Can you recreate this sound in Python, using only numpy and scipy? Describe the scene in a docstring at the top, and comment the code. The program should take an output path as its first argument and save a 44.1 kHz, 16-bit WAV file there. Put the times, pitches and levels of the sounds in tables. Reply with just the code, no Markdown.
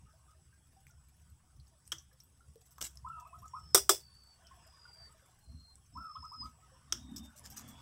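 """You hear taps, ticks and short crunches as gloved hands pick hard shells off the rocks of a calm shore.
A tossed shell lands twice with a hollow, ringing knock, as in a pail.
One bird whistles high, trilled notes; another gives runs of low, rising chirps.
Behind them, small waves lap with tiny ringing bubbles, a light wind rumbles and the shore hisses."""
import sys
import numpy as np
from scipy import signal
from scipy.fft import rfft, irfft, next_fast_len
from scipy.io import wavfile
from scipy.ndimage import uniform_filter1d, map_coordinates

SR = 44100
rng = np.random.default_rng(int(sys.argv[2]) if len(sys.argv) > 2 else 0)


def put_to_file(sound):
    """Save the sound as 16-bit audio at rate SR, in the file named by the first command-line argument."""
    columns = np.atleast_2d(sound).T  # one column per channel
    safe = np.clip(columns, -1, 1)
    whole_steps = np.round(safe * 32767)
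    wavfile.write(sys.argv[1], SR, whole_steps.astype(np.int16))


N = 344421


def amp(db):
    """Turn decibels into a volume factor."""
    return 10 ** (np.asarray(db) / 20)


def unit(x):
    """Scale a sound to an average strength (rms) of 1."""
    return x / np.sqrt(np.mean(x ** 2) + 1e-20)


def clock(length):
    """The time of each sample over length seconds."""
    return np.arange(max(int(length * SR), 2)) / SR


def curve(rows):
    """Join (time, value) points with straight lines across the scene."""
    times, values = np.transpose(rows)
    return np.interp(np.arange(N) / SR, times, values)


def wobble(rate, size):
    """A smooth curve through random points, rate of them a second."""
    points = rng.standard_normal(int(size * rate / SR) + 4)
    return map_coordinates(points, [np.arange(size) * rate / SR])


def noise(colour, size):
    """Noise whose colour (how strong each pitch is) follows (Hz, dB) points."""
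    hz, db = np.transpose(colour)
    padded = next_fast_len(size)
    gain = amp(np.interp(np.log(np.fft.rfftfreq(padded, 1 / SR) + 1), np.log(hz), db))
    return unit(irfft(rfft(rng.standard_normal(padded)) * gain, padded)[:size])


def filtered(x, response):
    """Turn each pitch in a sound up or down by response(hz)."""
    padded = next_fast_len(2 * len(x))
    return irfft(rfft(x, padded) * response(np.fft.rfftfreq(padded, 1 / SR)), padded)[:len(x)]


def narrow_noise(hz, width_hz, size, steepness=2):
    """Noise gathered around one pitch: a rough tone."""
    white = rng.standard_normal(size)
    return unit(filtered(white, lambda f: 1 / (1 + ((f - hz) / width_hz) ** steepness)))


def tilted(x, tilt_db):
    """Brighten a sound by tilt_db per octave (below zero dulls it), at strength 1."""
    return unit(filtered(x, lambda hz: amp(tilt_db * np.log2(hz / 4000 + 0.043))))


def patchy(x, depth_db):
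    """Give a sound brief random swells at different pitches, at strength 1."""
    slices = signal.stft(x, nperseg=512)[2]
    swells = rng.standard_normal(slices.shape)
    for axis in (0, 0, 1, 1):  # smooth over pitch, then over time
        swells = uniform_filter1d(swells, size=3 + 5 * axis, axis=axis)
    return unit(signal.istft(slices * amp(depth_db * unit(swells)), nperseg=512)[1][:len(x)])


def fade(t, t60):
    """Die away by 60 dB in t60 seconds, the fade time."""
    return np.exp(-np.log(1000) * t / t60)


def rise(t, seconds):
    """Climb from silence towards full volume; fewer seconds give a sharper start."""
    return 1 - np.exp(-t / seconds)


def add(track, start, sound):
    """Mix a sound into the track at start seconds."""
    part = track[max(round(start * SR), 0):][:len(sound)]
    part += sound[:len(part)]


def rock_echo(x, t60, echo_db):
    """A sound plus its blurred echo from the rocks."""
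    t = clock(.5)
    tail = rng.standard_normal(len(t)) * fade(t, t60)
    return x + amp(echo_db) * signal.fftconvolve(x, tail / np.linalg.norm(tail))[:N]


# colour of the shore's hiss: (pitch [Hz], level [dB])
HISS_COLOUR = [(100, 14.5), (400, 2), (1300, -9), (2500, -9), (3400, -6), (4200, -11), (5400, 0.5),
               (7200, -9), (7900, 8), (9000, -5), (10200, 1), (11200, -14), (12300, -14.5), (15500, -10)]
# how loudly the small waves lap: (time [s], level [dB])
LAPPING = [(0, -77), (2.6, -79.5), (3.25, -74.5), (3.7, -74.5), (4.2, -75), (4.55, -67.5), (5.2, -68),
           (5.45, -77.5), (6.2, -76.5), (6.7, -71), (7.33, -69.5), (7.6, -61), (7.81, -62.5)]


def hiss():
    """The faint, even hiss of the open shore rises a little with the lapping."""
    lap_db = curve(LAPPING)
    hiss_db = -71.5 + 0.211 * (lap_db - lap_db.mean())
    return amp(hiss_db + .5 * wobble(4.2, N)) * patchy(noise(HISS_COLOUR, N), depth_db=3)


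# colours of the wind's deep rumble and its higher flapping: (pitch [Hz], level [dB])
RUMBLE_COLOUR = [(20, -31.5), (45, -24.5), (66, 5), (95, -8), (135, -6), (200, -20.5), (400, -49.5),
                 (900, -94.5)]
FLAP_COLOUR = [(90, -53), (170, -7.5), (235, 5.5), (310, -8), (420, -36.5), (900, -34), (2000, -89)]
# gusts: (peak time [s], time to swell or fade [s], rumble level [dB], flapping level [dB])
WIND_GUSTS = [(.03, 0.034, -58.5, -84.5), (1.312, 0.047, -64, -89), (1.589, 0.048, -58, -83),
              (1.961, 0.055, -64, -86.5), (2.503, 0.022, -58, -92), (2.826, 0.029, -58, -65.5),
              (3.074, 0.097, -59.5, -91.5), (3.418, 0.061, -55, -87), (3.7, 0.16, -58.5, -85),
              (5.554, 0.062, -52, -65.5), (5.992, 0.044, -53, -57), (6.201, 0.026, -57.5, -70),
              (6.44, 0.046, -51, -55.5), (6.97, 0.076, -60.5, -61), (7.16, 0.097, -58, -48),
              (7.645, 0.16, -59, -59)]


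def wind():
    """A light, swirling breeze rumbles on the microphone; gusts push harder and add flapping."""
    t = np.arange(N) / SR
    breeze_db, swirl_db, swirls_per_s = -66, 2, 8.3
    rumble = amp(breeze_db + swirl_db * wobble(swirls_per_s, N))
    flap = np.zeros(N)
    for peak, width, rumble_db, flap_db in WIND_GUSTS:
        gust = np.exp(-((t - peak) / width) ** 2)
        rumble += amp(rumble_db) * gust
        flap += amp(flap_db) * gust
    return rumble * noise(RUMBLE_COLOUR, N) + flap * noise(FLAP_COLOUR, N)


def bubble(hz, cycles):
    """A bubble rings briefly and rises in pitch as it fades."""
    t = clock(cycles / hz)
    tone = np.sin(2 * np.pi * hz * t * (1 + 0.043 * t / t[-1]))
    return tone * fade(t, t[-1]) * rise(t, 0.0018)


# colour of sloshing water: (pitch [Hz], level [dB])
SLOSH_COLOUR = [(150, -14), (350, -6.5), (600, -2), (1250, 8), (2200, -5.5), (3300, -0.5), (4200, -15.5),
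                (5500, -1.5), (9000, -20.5), (15000, -32.5)]
# clear drips among the rocks: (time [s], pitch [Hz], relative level [dB])
WATER_DRIPS = [(0.527, 1580, -64), (.765, 764, -64), (0.899, 1402, -64), (2.113, 1670, -67),
               (2.406, 1363, -59.5), (4.511, 1062, -53.5), (4.853, 1430, -50.5)]


def water():
    """Small waves slosh between the rocks, making tiny bubbles and a few clear drips."""
    bubbles, drips = np.zeros(N), np.zeros(N)
    for when, pitch, size in rng.standard_normal((1300, 3)):
        hz = 1500 * np.exp(1.25 * np.tanh(.4 * pitch))
        strength = amp(3.5 * size) * np.sqrt(1000 / hz)  # low bubbles are louder
        add(bubbles, (when % 1) * N / SR, strength * bubble(hz, cycles=70))
    for start, hz, db in WATER_DRIPS:
        add(drips, start, amp(db + 4) * bubble(hz, cycles=110))
    slosh = patchy(noise(SLOSH_COLOUR, N), depth_db=4.5)
    waves = amp(curve(LAPPING)) * (amp(-3.5) * slosh + amp(-5) * unit(bubbles))
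    return rock_echo(waves + drips, t60=.2, echo_db=-7)


# faint tones under the first run of chirps: (time [s], length [s], pitch [Hz], level [dB])
HOARSE_TONES = [(3.129, 0.36, 692.6, -69.5), (3.157, 0.117, 980, -55.5)]


def undertones():
    """A hoarse tone swells and fades under the chirps, with a brief second tone at the chirps' low pitch."""
    out = np.zeros(N)
    for start, length, hz, db in HOARSE_TONES:
        t = clock(length)
        tone = narrow_noise(hz, width_hz=39, size=len(t), steepness=4)
        add(out, start, amp(db) * tone * np.sin(np.pi * t / length))
    return out


# whistled notes: (time [s], length [s], starting pitch [Hz], fall over the note [Hz],
# extra fall at the end [Hz], relative level swelled to [dB], size of the swell [dB])
WHISTLED_NOTES = [(3.08, .28, 2830, 310, 0, -71.5, 0), (3.42, .38, 5730, 700, 0, -53.5, 20),
                  (3.98, .41, 4560, 30, 60, -63, 0), (4.58, .52, 5140, 560, 20, -53, 19),
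                  (5.39, .365, 4200, 20, 10, -60.5, 14), (5.92, .55, 5310, 240, 150, -47.5, 13),
                  (6.88, .43, 3770, 160, 0, -61.5, 6), (7.52, .38, 3440, 60, 0, -61, 12)]


def whistling_bird():
    """A bird's notes sink in pitch and mostly swell; each fast trill settles into a pure tone."""
    out = np.zeros(N)
    trills_per_s, trill_share, trill_hz, trill_depth = 64, 0.83, 44.74, .36
    rasp_hz, waver_hz, rise_s, fall_s = 45, 17.2, 0.043, 0.059
    for start, length, start_hz, fall_hz, droop_hz, db, swell_db in WHISTLED_NOTES:
        t = clock(length)
        progress = t / t[-1]
        trilling = np.clip((trill_share * length - t) / 0.022, 0, 1)
        beat = 2 * np.pi * (trills_per_s * t + .4 * wobble(30, len(t)))
        hz = start_hz - fall_hz * progress - droop_hz * np.interp(progress, [trill_share, 1], [0, 1])
        hz += trilling * (trill_hz * np.sin(beat) + rasp_hz * wobble(300, len(t)))
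        hz += waver_hz * wobble(40, len(t))
        tone = np.sqrt(2) * np.sin(2 * np.pi * np.cumsum(hz) / SR)
        pulse = 1 - trill_depth * trilling * (1 + np.cos(beat))
        edges = np.clip(np.minimum(t / rise_s, (t[-1] - t) / fall_s), 0, 1)
        swell = amp(db - 0.5 - swell_db * (1 - progress) + 2.2 * wobble(55, len(t)))
        add(out, start, edges * swell * pulse * tone)
    return rock_echo(out, t60=.2, echo_db=-14)


def chirp(length, start_hz, top_hz):
    """One mellow, hoarse note: it holds its first pitch, leaps to the top and sags if it is long."""
    t = clock(length)
    glide_s, sag_after_s, sag_hz_per_s = 0.0034, .1, 1750
    rasp_hz, rasp_db = 26, 3
    leap_time = min(0.21 * length + glide_s, .021)
    leap = .5 + .5 * np.tanh((t - leap_time) / (2 * glide_s))
    hz = start_hz + (top_hz - start_hz) * leap - sag_hz_per_s * np.maximum(t - sag_after_s, 0)
    phase = 2 * np.pi * np.cumsum(hz + rasp_hz * wobble(300, len(t))) / SR
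    tone = np.sin(phase) + amp(-40) * np.sin(2 * phase)
    edges = np.clip(np.minimum(t / .007, (t[-1] - t) / .012), 0, 1)
    return edges * amp(rasp_db * wobble(150, len(t))) * tone


# runs of chirps, with relative levels: (time [s], wait for the first short note [s],
# growth of each gap [factor], long note [dB], next three notes [dB], last note [dB])
CHIRP_RUNS = [(3.044, .206, 1.225, -41, -48, -39.5), (5.952, .198, 1.15, -40.5, -43.5, -43.5)]
# faint peeps on one pitch: (time [s], relative level [dB])
FAINT_PEEPS = [(0.058, -64.5), (0.278, -62.5), (3.62, -67), (5.089, -65), (6.618, -63.5)]


def chirping_bird():
    """A bird sings runs of one long, quivering note and four short ones that slow down; it also peeps."""
    out = np.zeros(N)
    long_s, short_s, gap_s, note_growth = .175, .037, .076, 1.203
    low_hz, peep_hz, quivers_per_s = 987, 1251, 23.35
    quiver_time = np.maximum(clock(long_s), .021)  # held still until the pitch leaps
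    quiver = 1 - 0.7 * np.cos(np.pi * quivers_per_s * quiver_time) ** 6
    for start, wait, slowing, long_db, short_db, last_db in CHIRP_RUNS:
        add(out, start, amp(long_db) * quiver * chirp(long_s, low_hz, top_hz=1326.4))
        when = start + wait
        for k, db in enumerate([short_db, short_db, short_db, last_db]):
            add(out, when, amp(db) * chirp(short_s * note_growth ** k, low_hz, top_hz=1270))
            when += gap_s * slowing ** k
    for start, db in FAINT_PEEPS:
        add(out, start, amp(db) * chirp(0.07, peep_hz, peep_hz))
    return amp(-3) * rock_echo(out, t60=0.23, echo_db=-8)


# colour of cracking shell: (pitch [Hz], level [dB])
CRUNCH_COLOUR = [(200, -17.5), (500, -16), (1400, -6.5), (2500, -8.5), (3400, -7), (4200, -5.5), (5600, 3),
                 (7200, 2), (8200, 5), (10000, -6), (11000, -8.5), (12400, 4), (13500, -4), (15500, -6.5)]
# shells crunching under the glove: (time [s], level [dB], length [s], brightening [dB per octave])
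SHELL_CRUNCHES = [(2.707, -58.5, 0.0198, 5), (2.808, -43.5, 0.026, -5.5), (2.835, -45.5, 0.039, -1),
                  (6.453, -63, 0.035, -6.5), (7.16, -53.5, 0.035, 0), (7.238, -61, 0.0305, -3.5),
                  (7.359, -57.5, 0.038, -1.5), (7.439, -55, .04, -4), (7.498, -56.5, 0.0346, -0.5),
                  (7.561, -51.5, 0.042, -1.5), (7.598, -63.5, .15, -7.5), (7.674, -59.5, .043, 3)]
# hands rummaging among the shells: (start [s], end [s], level of the weakest grit [dB])
RUMMAGING = [(2.6, 3.5, -67.5), (6.0, 6.5, -72.5), (7.15, 7.8, -68.5)]


def crunches():
    """Shell edges scrape in bursts of tiny breaks; grit crackles, louder while the hands rummage."""
    out, t = np.zeros(N), clock(0.6)
    for start, db, length, tilt_db in SHELL_CRUNCHES:
        roughness = amp(4 * wobble(400, len(t)))
        grains = unit(roughness * patchy(noise(CRUNCH_COLOUR, len(t)), depth_db=3))
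        stroke = rise(t, 0.0017) * np.exp(-(t / length) ** 3)
        add(out, start, amp(db) * tilted(grains, tilt_db) * stroke)
    t = clock(.05)
    grains_per_s, idle_db, range_db = 24, -75.5, 12
    for when, size in rng.random((int(grains_per_s * N / SR), 2)):
        start = when * N / SR
        db = max([idle_db] + [level for begin, end, level in RUMMAGING if begin < start < end])
        grit = patchy(noise(CRUNCH_COLOUR, len(t)), depth_db=7)
        grit = tilted(grit, -1.5) * fade(t, .045) * rise(t, .002)  # the glove dulls it
        add(out, start, amp(db + range_db * size ** 2) * grit)  # most grains are weak
    return rock_echo(out, t60=.045, echo_db=-3)


# ticks of loose shells, and at 1.926 s the long ring of the shell tapped just before: (time [s], level [dB],
# pitch [Hz], fade time [s])
SHELL_TICKS = [(0.868, -52.5, 2190, 0.0089), (1.877, -45, 8820, 0.011), (1.926, -66, 3270, 0.43),
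               (1.9832, -49.5, 5940, .057), (2.202, -49.5, 5586, 0.032), (2.2354, -61, 13000, 0.053),
               (2.557, -52, 450, 0.069), (2.7826, -46, 1205, 0.0566), (2.956, -53, 10600, 0.012),
               (2.9722, -45, 5490, 0.015), (3.4799, -53, 6950, 0.031), (4.469, -55.5, 5260, 0.043),
               (5.7556, -52, 8501, 0.018), (6.156, -67.5, 3340, 0.133), (6.252, -58.5, 5930, 0.017),
               (7.1662, -42.5, 5500, 0.044), (7.3942, -46.5, 10300, .009), (7.5034, -54.5, 12400, .034),
               (7.5792, -44, 6040, 0.0335)]


def ticks():
    """Loose shells touch with a tiny crack and a rough ring; nine faint extra ticks come by chance."""
    out, t = np.zeros(N), clock(0.3)
    strays = [((when % 1) * N / SR, -64.5 + 2 * size, 6200 * 2 ** (0.4 * pitch), .04)
              for when, size, pitch in rng.standard_normal((9, 3))]
    for start, db, hz, t60 in SHELL_TICKS + strays:
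        ring = narrow_noise(hz, width_hz=0.072 * hz, size=len(t)) * fade(t, t60)
        crack = amp(-5.5) * noise(CRUNCH_COLOUR, len(t)) * fade(t, 0.01)
        add(out, start, amp(db) * (ring + crack) * rise(t, 0.000094))
    return rock_echo(out, t60=0.15, echo_db=-8.5)


# colour of a tap: (pitch [Hz], level [dB])
TAP_COLOUR = [(150, -59), (350, -15), (800, -14.5), (1350, 3.5), (2500, -8), (3300, 12), (4200, -8),
              (5600, 14), (7000, 5.5), (8400, 7), (10000, -3), (15500, -2.5)]
# taps: (time [s], level [dB], click fade time [s], brightening [dB per octave], shell's note [Hz])
SHELL_TAPS = [(1.9191, -28.5, 0.027, -2, 3140), (1.9242, -37, 0.041, -5, 2040),
              (2.8138, -26, 0.0057, -1.5, 7200), (2.8254, -29, 0.0072, 4.5, 7500),
              (6.9240, -23, 0.022, -3.5, 5420), (6.9271, -31, 0.011, -3, 5800)]


def taps():
    """A shell hits rock: a click coloured by the shell's own note, a dull thud and a short echo."""
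    out, t = np.zeros(N), clock(0.27)
    for start, db, t60, tilt_db, note_hz in SHELL_TAPS:
        burst = noise(TAP_COLOUR, len(t))
        shell = filtered(burst, lambda hz: 1 + 1.2 / (1 + ((hz - note_hz) / (0.083 * note_hz)) ** 2))
        echo = amp(-20.5) * fade(t, 0.25)
        click = tilted(shell, tilt_db) * (fade(t, t60) + echo)
        thud = amp(-32.5) * narrow_noise(hz=334.6, width_hz=24, size=len(t)) * fade(t, 0.19)
        add(out, start, amp(db) * (click + thud) * rise(t, .0001))
    return out


# colours of the crack on the pail's wall and bottom, and of the clatter: (pitch [Hz], level [dB])
WALL_COLOUR = [(180, -45.5), (380, -2.5), (750, -13), (1250, 4.5), (2200, -10), (2900, -21), (3550, 1),
               (4250, -9.5), (5700, 7), (6700, -7), (8100, 7.5), (10200, -5.5), (13200, -2.5), (15100, -8)]
BOTTOM_COLOUR = [(180, -41), (380, 0), (750, -8.5), (1150, 8), (2000, -6.5), (2900, -17), (3500, 10.5),
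                 (4200, -15), (5100, 6), (6700, -3.5), (7600, 9.5), (9000, -5), (13500, -3.5),
                 (15300, -10.5)]
CLATTER_COLOUR = [(200, -28), (380, -0.5), (650, -3.5), (1200, -12), (2500, -12.5), (3500, -7.5),
                  (4300, -13.5), (5100, 6), (5850, 1), (6800, -5.5), (8000, 3.5), (10000, -8.5),
                  (13200, -10.5), (15200, -3.5)]
# ringing tones of shell and pail, with relative levels:
# (pitch [Hz], fade time [s], hit on the wall [dB], hit on the bottom [dB])
RING_TONES = [(346, 0.13, -18, -16), (396, 0.13, -11, -11), (521, 0.13, -18, -19), (638, 0.13, -19, -18),
              (720, 0.09, -21, -21), (810, 0.09, -21, -21), (1000, 0.09, -21, -22), (1289, 0.09, -21, -20),
              (1841, 0.09, -35, -37), (3453, 0.17, -18, -18), (3680, 0.17, -35, -35),
              (5020, 0.17, -23, -27), (5058, 0.17, -17, -19), (5097, 0.17, -18, -20),
              (5720, 0.17, -17, -29), (5797, 0.17, -10, -28), (5921, 0.17, -22, -29),
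              (6026, 0.17, -32, -26), (6342, 0.17, -35, -26), (7737, 0.17, -35, -23),
              (8145, 0.17, -20, -25), (8224, 0.17, -18, -25), (8873, 0.17, -15, -34),
              (9560, 0.17, -32, -30), (10620, 0.14, -20, -35), (12138, 0.14, -18, -31),
              (12604, 0.14, -20, -28), (14468, 0.14, -17, -33), (15290, 0.08, -20, -17)]
# the tossed shell's hits: (time [s], relative level [dB], spot [0 = wall, 1 = bottom])
PAIL_HITS = [(3.7462, 0, 0), (3.7745, -15, 0), (3.8928, 1, 1)]


def landings():
    """A shell lands in a pail: a hard crack, a dying clatter and a ring that depends on the spot hit."""
    out, t = np.zeros(N), clock(0.75)
    hz, t60, wall_db, bottom_db = np.transpose(RING_TONES)[:, :, None]
    for start, db, spot in PAIL_HITS:
        rattle = np.array([wobble(92, len(t)) for _ in hz])  # the settling shell shakes every tone
        phase = 2 * np.pi * (hz * t + rng.random(hz.shape)) + .28 * rattle
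        strengths = amp(wall_db + spot * (bottom_db - wall_db))
        ring = amp(-15.5) * np.sum(strengths * fade(t, t60) * np.sin(phase), axis=0)
        roughness = unit(amp(2 * wobble(500, len(t))))
        burst = (1 - spot) * noise(WALL_COLOUR, len(t)) + spot * noise(BOTTOM_COLOUR, len(t))
        crack = amp(-9.5 - 1.5 * spot) * burst * fade(t, .05 - .02 * spot)
        clatter = amp(-22.5 - 0.73 * spot) * noise(CLATTER_COLOUR, len(t)) * fade(t, .18) * roughness
        add(out, start, amp(db + 0.84) * (crack + clatter + ring) * rise(t, .0007))
    bass_cut = signal.butter(4, 260, "high", fs=SR, output="sos")  # so small a thing gives no bass
    return signal.sosfilt(bass_cut, out)


def scene():
    """Shells in front, with birds, water and wind around them, in one channel."""
    shells = landings() + taps() + ticks() + crunches()
    birds = whistling_bird() + chirping_bird()
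    background = undertones() + water() + wind() + hiss()
    return (shells + birds + background)[None]


def record(dry):
    """Cut away the very highest treble."""
    top_hz = 15850
    return np.array([filtered(channel, lambda hz: 1 / (1 + (hz / top_hz) ** 160)) for channel in dry])


dry = scene()
out = record(dry)
put_to_file(out)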